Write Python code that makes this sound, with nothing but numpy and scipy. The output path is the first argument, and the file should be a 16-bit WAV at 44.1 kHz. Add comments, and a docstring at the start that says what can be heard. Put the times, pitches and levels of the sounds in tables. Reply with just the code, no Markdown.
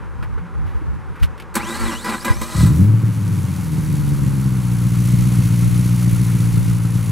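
"""Outdoors, just in front of a car with its bonnet open: a V8 starts.
After small clicks and a handling knock, the starter pinion slams in. Its gears rattle the block and
whine, sagging at each compression. The engine catches, flares and sinks to a throbbing idle: gas pulses
ring the exhaust pipes, the intake hisses, the valve gear ticks. Air buffets the microphone."""
import sys
import numpy as np
from scipy import signal
from scipy.fft import rfft, irfft
from scipy.io import wavfile
from scipy.ndimage import uniform_filter1d

SR = 44100
rng = np.random.default_rng(int(sys.argv[2]) if len(sys.argv) > 2 else 0)


def pcm_store(signal):
    """Save signal as 16-bit PCM."""
    levels = np.round(np.clip(np.atleast_2d(signal), -1, 1) * 32767)
    wavfile.write(sys.argv[1], SR, levels.astype(np.int16).T)


N = 313551
T = np.arange(N) / SR
HZ = np.fft.rfftfreq(16384, 1 / SR)

# Likeness of left and right noise. 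Each row: frequency in Hz, coherence from 0 to 1.
COHERENCE = [(100, 0.86), (300, 1), (600, 0.93), (2000, 1), (5000, 1), (8000, 0.99), (15000, 0.79)]
# Outdoor wash. Each row: frequency in Hz, relative level in dB.
AIR_SPECTRUM = [(59, -13.5), (100, -2.5), (166, -4), (244, -10), (512, -10.5), (674, -17), (927, -9),
                (1450, -12.5), (3170, -32.5), (4260, -38), (8960, -44), (9960, -46), (10600, -46),
                (15900, -59)]
# Camera hum and electronic whine. Each row: frequency in Hz, width in Hz, level in dB, end in seconds.
THIN_TONES = [(758.5, 12.2, -57, 7.2), (9980, 110, -74, 1.28)]
# Wind on the microphone. Each row: frequency in Hz, relative level in dB.
BUFFET_SPECTRUM = [(15, -31), (30, -20.5), (50, 7), (85, -0.5), (130, -4.5), (200, -15), (300, -26),
                   (600, -48), (1200, -64.5)]
# Puffs of air. Each row: centre in seconds, level in dB, half-length in seconds.
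WIND_GUSTS = [(.25, -26, .14), (.62, -21, .06), (.765, -17, .014), (.9, -19.5, .06), (1.235, -9, .016),
              (1.85, -23, .035), (2.31, -10, .013), (2.39, -25, .04), (4.1, -25, .25), (5.22, -21, .04),
              (5.69, -20.5, .05), (6.15, -20.5, .03), (6.62, -20.5, .13)]
# Clicks and scuffs. Each row: start in seconds, level in dB, decay in seconds, brightness in dB.
SMALL_CLICKS = [(.2255, -28, 0.014, -14), (.377, -36.5, 0.021, -20), (.66, -43, 0.12, -10),
                (1.154, -38, 0.027, -11), (1.196, -53, 0.016, 8), (1.225, -31, 0.01, 2),
                (1.231, -27.5, 0.01, 1), (1.376, -48, 0.01, 6), (1.398, -31, 0.0083, -1.5),
                (1.42, -38, 0.0042, 0)]
# Body of the clicks. Each row: frequency in Hz, relative gain in dB.
CLICK_SPECTRUM = [(300, 7), (800, 8), (1500, 13), (2500, 3), (4000, -11.5), (6500, -23.5), (12000, -21),
                  (16000, -37)]
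# Dull bumps. Each row: start in seconds, pitch in Hz, relative level in dB, decay in seconds.
SOFT_BUMPS = [(0.374, 450, -27, 0.0063), (0.407, 172, -24, 0.034), (0.578, 154, -23.5, 0.034),
              (.64, 87, -19, 0.022), (0.815, 306, -24, 0.0051), (0.848, 77.2, -26, 0.069),
              (1.211, 80, -15, 0.025), (1.219, 150, -19, 0.016)]
# Block and bell housing resonances. Each row: frequency in Hz, width in Hz, relative gain in dB.
BLOCK_MODES = [(223.3, 29, 4.5), (338.6, 27, -1.5), (535, 56, -10.5), (820, 16, -5), (1008, 30, 1),
               (1154, 78, -9), (1367, 22, -4), (1616, 43, -4.5), (1970, 110, -13), (2015, 47, -7.5),
               (2395, 66, -10.5), (2960, 85, -20), (3430, 46, -19), (3910, 190, -13), (4300, 94, -12),
               (4700, 48, -33), (5610, 76, -30), (7720, 170, -13), (8220, 200, -16.5), (8400, 190, -26)]
# Dense modes between them. Each row: frequency in Hz, relative gain in dB.
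BLOCK_MODE_FLOOR = [(60, -26), (140, -15), (300, -18), (650, -16), (1100, -12), (1800, -17), (3000, -19),
                    (6500, -21), (9000, -20), (12500, -26), (16000, -40)]
# The pinion slams in, rebounds, drops out.
# Each row: start in seconds, level in dB, decay in seconds, brightness in dB.
PINION_KNOCKS = [(1.541, -30, 0.01, -4), (1.553, -14, 0.01, -3), (1.565, -16, 0.02, -17),
                 (2.662, -27, 0.017, -3)]
# Compressions drag the starter down. Each row: start in seconds, length in seconds,
# share of speed lost, then relative growl, lash and groan levels in dB.
CRANK_LOADS = [(1.662, .11, .055, -26.5, -48, -42), (1.795, .145, .5, -23.5, -26.5, -20),
               (2.044, .103, .385, -20, -24.5, -15), (2.246, 0.066, .22, -19.5, -16.5, -24),
               (2.413, .035, .04, -41, -20.5, -47)]
# Starter whine. Each row: multiple of the gear pitch, relative level in dB.
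WHINE_PARTIALS = [(.4, -6), (1, -1.5), (2, -6.5), (2.5, -12.5), (4, -16)]
# The microphone leans in over the engine and back. Each row: time in seconds, gain in dB.
NEARNESS_DB = [(3.8, 0), (4.55, -.7), (5.2, 4), (6.15, 3.5), (6.72, 2.5), (6.8, -0.7), (7.1, 1.5)]
# Intake hiss. Each row: frequency in Hz, relative level in dB.
INTAKE_SPECTRUM = [(880, -51), (1500, -17), (1860, -2.5), (2140, 0), (2390, -3.5), (3300, -5), (4530, -3),
                   (4860, -6.5), (5920, -2), (8530, -4), (10600, 0), (15100, -11), (15900, -19)]
# Air whistling in the intake pipe. Each row: time in seconds, pitch in Hz, level in dB.
INTAKE_WHISTLE = [(3.0, 11300, -75.5), (3.6, 11350, -58), (4.6, 10840, -51), (5.5, 10600, -48.5),
                  (7.1, 10450, -47)]
# Valve gear and belts. Each row: frequency in Hz, relative level in dB.
VALVE_SPECTRUM = [(350, -22), (520, 6), (700, 2.5), (980, -14), (1400, -12), (2200, 1.5), (3000, -3),
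                  (6000, -25.5)]
# Engine speed, eight firings a cycle. Each row: time in seconds, firing rate in Hz.
FIRING_HZ = [(2.54, 26.26), (2.66, 52.47), (2.83, 102.4), (2.98, 113.89), (3.25, 104.36), (3.7, 79.67),
             (4.0, 72.89), (4.35, 66.87), (4.7, 59.44), (5.0, 59.08), (5.3, 60.89), (5.52, 58.07),
             (5.83, 60.43), (6.3, 57.99), (7.11, 57.75)]
# Cylinders in firing order. Each row: relative strength in dB, lateness at idle in milliseconds.
CYLINDER_PULSES = [(5, 0.053), (1.5, -1), (3, 0.000071), (5.5, 0.76), (2, 0.27), (3.5, -0.29), (3.5, -0.15),
                   (4.5, 0.86)]
# Pipes and silencers. Each row: frequency in Hz, relative gain in dB.
PIPE_RESPONSE = [(25, -52), (45, -42), (60, -3.5), (78, -7), (92, 6.5), (106, 11), (125, 9.5), (150, 5.5),
                 (180, 5), (200, 2), (222, -13), (295, -9), (360, -23.5), (560, -34.5), (720, -52),
                 (1500, -94)]
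# Exhaust through catch, flare and idle. Each row: time in seconds, gain in dB.
EXHAUST_DB = [(2.58, -12.5), (2.64, -7), (2.68, -12), (2.72, -12), (2.74, -15), (2.82, -8.5), (3.07, -15),
              (3.14, -19), (3.32, -16.5), (3.59, -22), (3.7, -19), (4.5, -15.5), (4.56, -17.5), (5.15, -13),
              (6.44, -14.5), (7.06, -17)]

STARTER_S, FREE_GEAR_HZ = 1.53, 6300
CATCH_S, CAUGHT_S, IDLE_HZ = 2.534, 2.73, FIRING_HZ[-1][1]
THROTTLE_SHUT_S, THROTTLE_TRAVEL_S = 2.743, 0.19


def amp(db):
    """Decibels to gain."""
    return 10 ** (np.asarray(db) / 20)


def unit(x):
    """Scales to rms 1."""
    return x / np.sqrt(np.mean(x ** 2) + 1e-20)


def curve(rows, column=1):
    """One column of a time table at every sample."""
    rows = np.array(rows)
    return np.interp(T, rows[:, 0], rows[:, column])


def spectrum(rows, hz=HZ):
    """Interpolates a table over log frequency."""
    row_hz, value = np.transpose(rows)
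    return np.interp(np.log(hz + 1), np.log(row_hz + 1), value)


def ramp(start_s, length_s):
    """Rises from 0 to 1."""
    return np.clip((T - start_s) / length_s, 0, 1)


def held(start_s, end_s, rise_s, fall_s):
    """Rises from start_s, holds, falls from end_s."""
    return ramp(start_s, rise_s) * (1 - ramp(end_s, fall_s))


def burst(start_s, decay_s, rise_s):
    """Quick rise, exponential decay."""
    age_s = np.maximum(T - start_s, 0)
    return (1 - np.exp(-age_s / rise_s)) * np.exp(-np.minimum(age_s / decay_s, 40))


def steady(x, span_s):
    """Evens out the rms to about 1."""
    power = uniform_filter1d(np.mean(np.atleast_2d(x) ** 2, 0), int(span_s * SR))
    return x / np.sqrt(abs(power) + power.mean() / 1000)


def wander(hz):
    """Random drift below hz, rms 1."""
    rolloff = 1 + (np.fft.rfftfreq(N, 1 / SR) / hz) ** 4
    return unit(irfft(rfft(rng.standard_normal(N)) / rolloff, N))


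def peak(hz, width_hz):
    """Gain of one resonance."""
    return (1 + (2 * (HZ - hz) / width_hz) ** 2) ** -.75


def treble(hz):
    """Gain of a soft high-pass."""
    return 1 / (1 + (hz / (HZ + 1)) ** 4)


def colour(x, gain):
    """Minimum-phase filter; gain is given at HZ."""
    cepstrum = irfft(np.log(np.maximum(gain, 1e-5)))
    half = len(cepstrum) // 2
    causal = cepstrum * np.r_[1, np.full(half - 1, 2), np.zeros(half)]
    taps = irfft(np.exp(rfft(causal)))[:half]
    return signal.oaconvolve(np.atleast_2d(x), taps[None], axes=1)[:, :N]


def stereo_noise(grain_db=0, grains_per_s=3000):
    """Noise at two close microphone ports, in grains of uneven size."""
    same = np.clip(spectrum(COHERENCE, np.fft.rfftfreq(N, 1 / SR)), 0, 1)
    mid, side = rfft(rng.standard_normal((2, N))) * np.sqrt([1 + same, 1 - same])
    sizes = amp(grain_db * np.minimum(rng.exponential(1, N), 5))
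    return unit(irfft([mid + side, mid - side], N) * sizes[(T * grains_per_s).astype(int)])


def strikes(rows, body_gain, crossover_hz, rise_s):
    """Gritty bursts ring a body, each with its own brightness."""
    low = sum(amp(db) * burst(s, decay_s, rise_s) for s, db, decay_s, _ in rows)
    high = sum(amp(db + bright_db) * burst(s, decay_s, rise_s) for s, db, decay_s, bright_db in rows)
    share = treble(crossover_hz)
    thud = colour(stereo_noise(grain_db=1.2) * low, unit(body_gain * (1 - share)))
    crack = colour(stereo_noise(grain_db=2) * high, unit(body_gain * share))
    return thud + crack


def outdoor_air():
    """Steady outdoor wash."""
    return unit(colour(stereo_noise(), amp(spectrum(AIR_SPECTRUM)))) * amp(-39 + .5 * wander(hz=24))


def thin_tones():
    """A faint steady camera hum and a thin high electronic whine."""
    tones = np.zeros(N)
    for hz, width_hz, db, end_s in THIN_TONES:
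        level = amp(db) * np.sqrt(2) * (1 + .35 * wander(width_hz / 2)) * (1 - ramp(end_s, .02))
        pitch_hz = hz + width_hz / 4 * wander(width_hz / 2)
        tones += level * np.sin(2 * np.pi * np.cumsum(pitch_hz) / SR)
    return tones


def wind(breeze_db=-34, swing_db=3.5):
    """Breeze and gusts push the two microphone ports, mostly in antiphase."""
    buffets = colour(rng.standard_normal((2, N)), amp(spectrum(BUFFET_SPECTRUM)))
    common, opposed = steady(buffets, span_s=0.03)
    level = amp(breeze_db + swing_db * wander(hz=7.8))
    level += sum(amp(db) * np.exp(-((T - s) / half_s) ** 2) for s, db, half_s in WIND_GUSTS)
    return np.minimum(level, amp(-23)) * amp(-11) * common + level * np.array([opposed, -opposed])


def clicks_and_bumps():
    """Small clicks, soft low bumps and a handling knock on the camera."""
    clicks = strikes(SMALL_CLICKS, amp(spectrum(CLICK_SPECTRUM)), crossover_hz=3080, rise_s=0.0018)
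    bumps = sum(2 * amp(db) * burst(s, decay_s, rise_s=decay_s) * np.sin(2 * np.pi * hz * (T - s))
                for s, hz, db, decay_s in SOFT_BUMPS)
    return clicks + bumps


def engine_bay(x, t60_s=0.082, wet_db=-11, echoes_per_s=2500):
    """Bonnet and bay scatter a short tail."""
    t = np.arange(SR // 4) / SR
    common, left, right = rng.standard_normal((3, len(t))) * (rng.random(len(t)) < echoes_per_s / SR)
    tail = (common + 0.37 * np.array([left, right])) * amp(-60 * t / t60_s) * (t > .003)
    return x + amp(wet_db) * signal.oaconvolve(x, tail / np.linalg.norm(tail[0]), axes=1)[:, :N]


def starter_gear_hz(spin_up_s=.19):
    """The motor spins up, sags through each compression and recovers."""
    hz = FREE_GEAR_HZ * (1 - np.exp(-np.maximum(T - STARTER_S, .01) / spin_up_s))
    for s, length_s, lost, *_ in CRANK_LOADS:
        drag = held(s, s + length_s, rise_s=length_s, fall_s=1.25 * length_s)
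        hz *= 1 - lost * np.sin(np.pi / 2 * drag) ** 2
    return hz


def starter_whine(gear_hz, db_per_octave=-5):
    """Chattering gears sing; with speed they get softer and richer in overtones."""
    speed = 2 * gear_hz / FREE_GEAR_HZ
    phase = 2 * np.pi * np.cumsum(gear_hz * (1 + .022 * wander(hz=220))) / SR
    partials = sum(amp(db + 3 * wander(hz=90)) * (speed if k > 1 else 1) * np.sin(k * phase)
                   for k, db in WHINE_PARTIALS)
    level = amp(-37 + db_per_octave * np.log2(speed)) * held(1.58, 2.3, rise_s=.02, fall_s=.3)
    return colour(partials * level, 1 - treble(hz=12500))


def starter_rattle(gear_hz, block_gain):
    """Pinion teeth strike the flywheel in a buzzing train, harder under load."""
    spin_up = held(STARTER_S, CRANK_LOADS[0][0], rise_s=0.048, fall_s=0.022)
    overrun = held(2.456, 2.64, rise_s=0.14, fall_s=0.031)  # the engine outruns the starter
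    force = amp(-33.5) + amp(-31) * spin_up + amp(-30) * overrun
    rasp_db = -41.5 + 10.5 * overrun
    for s, length_s, _, growl_db, *_ in CRANK_LOADS:
        load = held(s, s + length_s, rise_s=0.017, fall_s=0.028)
        force += amp(growl_db) * load
        rasp_db += 5 * load
    tooth_count = np.floor(np.cumsum(gear_hz / 10 * (1 + .015 * wander(hz=60))) / SR)
    teeth = unit(np.diff(tooth_count, prepend=0) * amp(5 * wander(hz=208)))
    grind = 1.1 * teeth + stereo_noise(grain_db=2.5, grains_per_s=900)
    high = treble(hz=2750)
    growl = steady(colour(grind, block_gain * (1 - high)), span_s=0.049) * force * amp(-4)
    grit = stereo_noise(grain_db=1.5, grains_per_s=1400)
    rasp = unit(colour(grit, block_gain * high)) * amp(rasp_db) * ramp(STARTER_S, 0.12)
    return (growl + rasp) * held(1.533, 2.693, rise_s=0.028, fall_s=0.092)


def starter():
    """Rattle and knocks ring the block under the whine; each compression lashes, then groans."""
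    mode_power = sum((amp(db) * peak(hz, width_hz)) ** 2 for hz, width_hz, db in BLOCK_MODES)
    block_gain = np.sqrt(mode_power + amp(spectrum(BLOCK_MODE_FLOOR)) ** 2)
    knock_gain = block_gain * (1 + (HZ / 11000) ** 2)  # hard metal blows reach higher
    knock_rows, groan_rows = list(PINION_KNOCKS), []
    for s, length_s, _, _, lash_db, groan_db in CRANK_LOADS:
        knock_rows.append((s, lash_db, 0.015, -7.5))
        groan_rows.append((s + .45 * length_s, groan_db, 0.011, -11))  # at greatest strain
    gear_hz = starter_gear_hz()
    rattle = starter_rattle(gear_hz, block_gain)
    groans = strikes(groan_rows, block_gain, crossover_hz=2700, rise_s=.006)
    knocks = strikes(knock_rows, knock_gain, crossover_hz=2780, rise_s=0.00091)
    return rattle + groans + knocks + starter_whine(gear_hz)


def intake(stroke, cycle, open_db=3, starved_db=-7.5, creep_s=0.28):
    """Air hisses with each stroke and whistles; the hiss dips as the throttle shuts, then creeps back."""
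    hiss = stereo_noise(grain_db=1.4, grains_per_s=2500)
    hiss *= amp(2.1 * stroke + .5 * cycle + .8 * wander(hz=50))
    shut = ramp(THROTTLE_SHUT_S, THROTTLE_TRAVEL_S)
    shut_for_s = np.maximum(T - THROTTLE_SHUT_S - THROTTLE_TRAVEL_S, 0)
    air_db = open_db * (1 - shut) + starved_db * shut * np.exp(-shut_for_s / creep_s)
    hiss = unit(colour(hiss, amp(spectrum(INTAKE_SPECTRUM)))) * amp(-41.5 + air_db + curve(NEARNESS_DB))
    whistle = wander(hz=260) * np.sin(2 * np.pi * np.cumsum(curve(INTAKE_WHISTLE)) / SR)
    return hiss + whistle * amp(curve(INTAKE_WHISTLE, column=2))


def valve_gear(stroke, cycle):
    """Valves and belts rustle; metal rings faintly."""
    ticks = stereo_noise(grain_db=-2, grains_per_s=600) * amp(0.17 * cycle + 0.13 * stroke)
    rustle = unit(colour(ticks, amp(spectrum(VALVE_SPECTRUM)))) * amp(-49 + curve(NEARNESS_DB))
    ring = unit(colour(ticks, peak(hz=4640, width_hz=120))) * amp(-63)
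    return rustle + ring


def tappet(cycles):
    """One tappet ticks once an engine cycle."""
    age_cycles = (cycles - 0.59) % 1
    slap = stereo_noise() * age_cycles * np.exp(-age_cycles / .055)
    return unit(colour(slap, peak(hz=1360, width_hz=200))) * amp(-53) * ramp(3, 2.2)


def engine_top(firings):
    """Intake, valve gear and tappet, in step with the firings."""
    cycles = firings / len(CYLINDER_PULSES)
    stroke = np.cos(2 * np.pi * (firings - .62))
    cycle = np.cos(2 * np.pi * (cycles - .55))
    return (intake(stroke, cycle) + valve_gear(stroke, cycle) + tappet(cycles)) * ramp(2.585, 0.23)


def gas_pulses(firings, pulse_phase, jitter_ms=.1, stumble_ms=1, uneven_db=1.54, stumble_db=1.5):
    """One pulse a firing; burning is most ragged at the catch and as the flare dies."""
    index = np.arange(int(firings[-1]))
    strength_db, late_ms = np.array(CYLINDER_PULSES)[index % len(CYLINDER_PULSES)].T
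    due_s = np.interp(index + pulse_phase, firings, T)
    catching = 1 - ramp(CAUGHT_S, 0.12)
    falling = held(2.89, 3.55, rise_s=0.21, fall_s=0.15)
    ragged = np.interp(due_s, T, 0.21 + 0.57 * catching + 0.88 * falling)
    rate_hz = np.interp(due_s, T, curve(FIRING_HZ))
    size, slip = rng.standard_normal((500, 2))[index].T
    delay_ms = late_ms * IDLE_HZ / rate_hz + slip * (jitter_ms + stumble_ms * ragged)
    samples = np.round((due_s + delay_ms / 1000) * SR).astype(int)
    pulses = np.zeros(N)
    pulses[np.clip(samples, 0, N - 1)] = amp(strength_db + size * (uneven_db + stumble_db * ragged))
    return pulses


def exhaust(firings, pulse_phase=0.244, bark_db=5, roar_db=8, flow_db_per_octave=3, left_lag_ms=.4):
    """Gas pulses ring the pipes, sharper above idle; turbulence follows each pulse."""
    pulses = gas_pulses(firings, pulse_phase)
    pipe_gain = amp(spectrum(PIPE_RESPONSE))
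    rev_octaves = np.maximum(np.log2(curve(FIRING_HZ) / IDLE_HZ), 0)
    sharp = np.tanh(rev_octaves / 0.15)
    bark = colour(pulses * sharp, pipe_gain * amp(bark_db * treble(hz=268)))
    boom = steady(colour(pulses * (1 - sharp), pipe_gain) + bark, span_s=0.18)[0]
    boom = np.array([np.interp(T - left_lag_ms / 1000, T, boom), boom]) * amp([[.7], [-.7]])
    throttle = 1 - ramp(THROTTLE_SHUT_S, THROTTLE_TRAVEL_S)
    rush_db = -22 + roar_db * throttle + flow_db_per_octave * rev_octaves
    age_firings = (firings - pulse_phase) % 1
    puffs = (stereo_noise() + rng.standard_normal((2, N))) * (0.32 + np.exp(-age_firings / 0.62))
    rush = unit(colour(puffs, pipe_gain * (HZ / 120 + 0.0048) ** 1.46)) * amp(rush_db)
    # the first slow firings rock the engine on its mounts
    rock = steady(colour(pulses, peak(hz=72, width_hz=15.4)), span_s=0.23)
    rock *= amp(-6) * (1 - ramp(2.7, 0.18))
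    return (boom + rush + rock) * amp(curve(EXHAUST_DB)) * ramp(CATCH_S, 0.073)


def scene():
    """Engine bay, running engine and open air, in stereo."""
    firings = np.cumsum(curve(FIRING_HZ) * (T >= FIRING_HZ[0][0])) / SR
    bay = engine_bay(starter() + clicks_and_bumps())
    return bay + engine_top(firings) + exhaust(firings) + outdoor_air() + thin_tones() + wind()


def record(dry, notch_hz=680, notch_width_hz=110, depth=0.74, cutoff_hz=15950):
    """Microphone: narrow low-mid dip, full-scale clip, band limit."""
    notched = signal.lfilter(*signal.iirnotch(notch_hz, notch_hz / notch_width_hz, SR), dry)
    clipped = np.clip(dry + depth * (notched - dry), -1, 1)
    lowpass = signal.firwin(511, cutoff_hz, window=("kaiser", 9), fs=SR)
    return signal.oaconvolve(clipped, lowpass[None], "same")


dry = scene()
out = record(dry)
pcm_store(out)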